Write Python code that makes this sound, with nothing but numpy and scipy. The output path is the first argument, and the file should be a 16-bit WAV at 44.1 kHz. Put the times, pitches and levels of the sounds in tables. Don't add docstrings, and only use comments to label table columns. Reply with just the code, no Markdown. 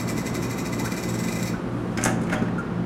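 import sys
import numpy as np
from scipy import signal
from scipy.fft import rfft, irfft
from scipy.io import wavfile

SR = 44100
rng = np.random.default_rng(int(sys.argv[2]) if len(sys.argv) > 2 else 0)


def unload_wav(signal):
    wavfile.write(
        sys.argv[1],
        SR,
        np.round(np.clip(np.atleast_2d(signal).T, -1, 1) * 32767).astype(np.int16),
    )


N = 125685
T = np.arange(N) / SR

# t/s, rise/s, fall/s, thud level/dB, panel level/dB, tap level/dB, click level/dB
FLAP_KNOCKS = [(1.975, .001, 0.0047, -28, -29.5, -25, -47), (1.985, .003, 0.017, -34, -29.5, -41, -58),
               (2.014, .002, 0.011, -45, -38, -34.5, -41), (2.031, .002, .005, -35, -34, -36, -41),
               (2.039, 0.0003, 0.0029, -39, -29, -33, -15), (2.051, .001, 0.0066, -41, -27, -30, -21.5),
               (2.06, 0.0034, 0.0036, -37, -17, -32, -30), (2.066, 0.0024, 0.0071, -24.5, -22, -36, -45),
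               (2.08, 0.0032, 0.017, -24.5, -27, -46, -54), (2.216, 0.0023, 0.012, -27, -46, -50, -47.5),
               (2.236, .002, 0.011, -45, -50, -50, -47), (2.272, 0.0038, .01, -45, -37, -58, -53),
               (2.298, 0.0023, 0.0098, -31, -28, -55, -50), (2.329, 0.0074, 0.014, -26.5, -24, -36, -44),
               (2.341, 0.0034, 0.0059, -37, -27, -45, -44), (2.383, 0.0025, 0.0093, -30, -38, -49, -60),
               (2.423, 0.0042, 0.011, -20.5, -42, -46, -58), (2.457, .003, .012, -39, -41, -62, -69),
               (2.484, .002, 0.007, -46, -36, -57, -60)]
# f/Hz, density level/dB
THUD_SPECTRUM = [(40, -18), (110, 2), (250, 9), (500, -5), (900, -35), (2000, -64)]
# f/Hz, density level/dB
PANEL_SPECTRUM = [(250, 1.5), (700, 4), (1000, -0.5), (1450, 7), (2200, 0), (2800, -9), (4000, -19),
                  (5300, -36), (8000, -42), (15000, -50)]
# f/Hz, density level/dB
TAP_SPECTRUM = [(1200, 3), (2400, 9), (3400, -1.5), (4600, -3), (5150, 7.5), (5500, -6), (6000, 4.5),
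                (7800, -3.5), (9000, -11), (12500, -16), (15500, -31)]
# f/Hz, density level/dB
CLICK_SPECTRUM = [(1500, -14), (3500, -20), (5400, -11), (6500, 1), (8000, -4), (9700, -5), (11000, -9.5),
                  (12500, -19), (15500, -28)]
# f/Hz, bandwidth/Hz, relative level/dB
FLAP_MODES = [(610, 15, -0.5), (752.7, 10, 3), (885, 35, -5), (1304, 21, 3), (1427, 64, 0.5),
              (1667, 40, 0.5), (1770, 35, -10), (2113, 58, -4.5), (2530, 70, -14)]
FLAP_RING_DB = -3.5
RATTLE_DB, RATTLE_HZ = 1, 180


def flap():
    power = 0
    for t, rise, fall, *levels_db in FLAP_KNOCKS:
        power = power + (from_db(levels_db)[:, None] * swell(t, rise, fall)) ** 2
    thud, panel, tap, click = np.sqrt(power)
    panel = panel * rms_one(from_db(RATTLE_DB * drift(RATTLE_HZ)))
    blows = 0
    for force, spectrum in ((thud, THUD_SPECTRUM), (panel, PANEL_SPECTRUM),
                            (tap, TAP_SPECTRUM), (click, CLICK_SPECTRUM)):
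        blows = blows + force * colour(rng.standard_normal(N), spectrum)
    ringing = ring(panel * rng.standard_normal(N), FLAP_MODES)
    return blows + from_db(FLAP_RING_DB) * ringing


# t/s, length/s, middle f/Hz, glide/octaves, level/dB
SQUEAK_EVENTS = [(0.796, 0.045, 912, .4, -39), (.845, 0.037, 1520, .55, -35.5),
                 (1.537, 0.029, 1485, 0.063, -38), (2.355, .035, 3214, 0, -44.5),
                 (2.422, 0.023, 1450, -0.1, -38.5), (2.581, 0.03, 1403, -0.026, -29)]
SQUEAK_ATTACK_S = 0.0019
SQUEAK_ROUGHNESS = 0.04
SQUEAK_HISS_DB = -24.5


def squeaks():
    out = 0
    rough = drift(250)
    hiss = colour(rng.standard_normal(N), CLICK_SPECTRUM)
    for t, length, hz, glide, db in SQUEAK_EVENTS:
        progress = np.clip((T - t) / length, 0, 1)
        pitch = hz * 2 ** (glide * (progress - 0.5)) * (1 + SQUEAK_ROUGHNESS * rough)
        chirp = np.sqrt(2) * np.sin(2 * np.pi * np.cumsum(pitch) / SR)
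        attack = np.clip((T - t) / SQUEAK_ATTACK_S, 0, 1)
        envelope = attack * np.sqrt(1 - progress ** 2)
        out = out + from_db(db) * envelope * (chirp + from_db(SQUEAK_HISS_DB) * hiss)
    return out


# t/s, relative level/dB
COIN_SWINGS = [(.002, -2), (0.091, -1), (0.181, -1), (.268, -1.5), (0.354, -3), (0.434, -1), (0.512, -1.5),
               (.588, -1.5), (.662, -3.5), (.732, -3.5), (.797, -1), (0.857, 0.5), (0.923, -2.5),
               (.979, -1), (1.037, -3), (1.093, -1.5), (1.146, -4), (1.195, -2), (1.241, -3.5),
               (1.286, -1.5), (1.326, -2.5), (1.362, -2.5), (1.398, -3), (1.431, -2.5), (1.455, -6),
               (1.472, -2), (1.484, -8.5)]
# f/Hz, density level/dB
ROLL_SPECTRUM = [(900, -18), (1600, 3.5), (2400, 2), (2900, -11.5), (4000, 0), (4900, -3), (5700, 4),
                 (6600, -3.5), (7700, -0.5), (9200, -11), (11500, -6), (13000, -10.5), (14700, -12.5),
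                 (15600, -15)]
# f/Hz, bandwidth/Hz, relative level/dB
CUP_MODES = [(2029, 35, 9), (2338, 50, 5), (2460, 23, 2), (3803, 36, -1), (4500, 35, -1.5), (5470, 200, -6),
             (5630, 120, -6.5), (6210, 80, -4.5), (6130, 63, -8.5), (6950, 61, -1.5), (7500, 140, 2.5),
             (7800, 50, -3), (8030, 50, -11.5), (8280, 66, -4), (10280, 120, -10.5), (11450, 74, -6),
             (12300, 120, -11), (14400, 200, -16)]
SWING_RISE_S, SWING_FALL_S = 0.012, 0.022
SWING_SHORTENING = 0.15
ROLL_FLOOR_DB = -32
ROLL_GRAIN_DB = 4
ROLL_DB, CUP_DB = -34.5, -36


def coin():
    power = from_db(ROLL_FLOOR_DB) ** 2 * (T < COIN_SWINGS[-1][0])
    for t, db in COIN_SWINGS:
        shrink = np.exp(-SWING_SHORTENING * t)
        swing = from_db(db) * swell(t, SWING_RISE_S * shrink, SWING_FALL_S * shrink)
        power = power + swing ** 2
    speed = np.sqrt(power)
    contacts = rms_one(rng.standard_normal(N) * from_db(ROLL_GRAIN_DB * drift(1100)))
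    hiss = speed * colour(contacts, ROLL_SPECTRUM)
    ringing = ring(speed * contacts, CUP_MODES)
    return from_db(ROLL_DB) * hiss + from_db(CUP_DB) * ringing


# f/Hz, rms level/dB, waver as a share of the level
HUM_LINES = [(58.7, -54.5, .3), (176.05, -36, 0.19), (222.6, -37.5, 0.75), (292, -44.5, 0.28),
             (350.7, -41.5, 0.32), (528.6, -50, 0.37), (651, -50.5, 0.62)]
# f/Hz, density level/dB
FAN_SPECTRUM = [(20, -33), (40, -9), (85, -8), (150, -2.5), (240, 0), (420, -7.5), (650, -14.5),
                (1200, -15.5), (2000, -26), (3200, -33.5), (6000, -44.5), (10000, -54), (15500, -65)]
# t/s, rms level/dB
FAN_LEVEL = [(0, -29), (1.5, -30), (1.9, -30), (2.3, -29.5), (2.85, -30.5)]
# t/s, rms level/dB
DRONE_LEVEL = [(2.0, -54), (2.15, -33), (2.29, -28.5), (2.85, -28)]
DRONE_HZ, DRONE_WAVER = 175.6, 0.25
MAINS_HZ, SLIP_HZ, BEAT_PEAK_S = 120.0, 2.95, 0.43
MAINS_DB, MOTOR_DB, BEAT_WAVER = -40.5, -36.5, 0.14


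def cooler():
    out = level(FAN_LEVEL) * colour(rng.standard_normal(N), FAN_SPECTRUM)
    for hz, db, waver in HUM_LINES:
        out += from_db(db) * tone(hz, waver, rng.random())
    out += from_db(MAINS_DB) * tone(MAINS_HZ, BEAT_WAVER, BEAT_PEAK_S)
    out += from_db(MOTOR_DB) * tone(MAINS_HZ - SLIP_HZ, BEAT_WAVER, BEAT_PEAK_S)
    return out + level(DRONE_LEVEL) * tone(DRONE_HZ, DRONE_WAVER, rng.random())


HUM_WAVER_HZ = 5.3


def tone(hz, waver, peak_s):
    sway = rms_one(1 + waver * (drift(HUM_WAVER_HZ) + 1j * drift(HUM_WAVER_HZ)))
    return np.sqrt(2) * np.real(sway * np.exp(2j * np.pi * hz * (T - peak_s)))


# t/s, rms level/dB
RUSTLE_LEVEL = [(1.45, -67), (1.75, -61), (1.95, -59), (2.4, -67), (2.7, -68)]
# f/Hz, density level/dB
RUSTLE_SPECTRUM = [(1500, -16), (5000, 3), (9500, 2), (15500, -13)]


def rustle():
    return level(RUSTLE_LEVEL) * colour(rng.standard_normal(N), RUSTLE_SPECTRUM)


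# f/Hz, time to fall by 60 dB/s
ROOM_DECAY = [(150, 1), (1500, 0.47), (6000, 0.37), (10000, 0.27), (15000, 0.26)]
ROOM_BUILD_S = 0.0027


def room(x):
    t, f = T[:SR], np.fft.rfftfreq(SR, 1 / SR)
    white = rfft(rng.standard_normal(SR))
    edges = np.geomspace(100, 20000, 28)
    tail = 0
    for low, high in zip(edges, edges[1:]):
        band = irfft(white * ((f >= low) & (f < high)), SR)
        t60 = at_hz(ROOM_DECAY, np.sqrt(low * high))
        tail = tail + band * from_db(-60 * t / t60)
    tail = tail * (1 - np.exp(-t / ROOM_BUILD_S))
    return signal.fftconvolve(x, tail / np.linalg.norm(tail))[:N]


def ring(x, modes):
    out = 0
    x = x + 1e-18
    for hz, width, db in modes:
        r = np.exp(-np.pi * width / SR)
        poles = [1, -2 * r * np.cos(2 * np.pi * hz / SR), r * r]
        gain = from_db(db) * np.sqrt((1 - r * r) / 2)
        out = out + gain * signal.lfilter([1, 0, -1], poles, x)
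    return out / np.linalg.norm(from_db(np.array(modes)[:, 2]))


def swell(peak_s, rise, fall):
    before = (peak_s - T) / max(rise, 1e-4)
    after = (T - peak_s) / max(fall, 1e-4)
    return np.exp(-np.minimum(np.maximum(before, after), 40))


def colour(x, spectrum):
    gain = from_db(at_hz(spectrum, np.fft.rfftfreq(N, 1 / SR)))
    return rms_one(irfft(rfft(x) * gain, N))


def drift(rate_hz):
    f = np.fft.rfftfreq(2 * N, 1 / SR)
    spectrum = rfft(rng.standard_normal(2 * N)) / (1 + (f / rate_hz) ** 2)
    return rms_one(irfft(spectrum)[:N])


def at_hz(points, hz):
    f, values = np.transpose(points)
    return np.interp(np.log(np.maximum(hz, 1)), np.log(f), values)


def level(rows):
    return from_db(np.interp(T, *np.transpose(rows)))


def rms_one(x):
    return x / np.sqrt(np.mean(np.abs(x) ** 2) + 1e-20)


def from_db(db):
    return 10 ** (np.asarray(db) / 20)


COIN_ROOM_DB, FLAP_ROOM_DB = -5.5, -6.5


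def scene():
    door = flap() + squeaks()
    rolling = coin()
    wet = room(from_db(COIN_ROOM_DB) * rolling + from_db(FLAP_ROOM_DB) * door)
    return (door + rolling + wet + rustle() + cooler())[None]


def record(dry):
    lowpass = signal.ellip(12, 0.1, 80, 15850, fs=SR, output="sos")
    return signal.sosfilt(lowpass, dry)


dry = scene()
out = record(dry)
unload_wav(out)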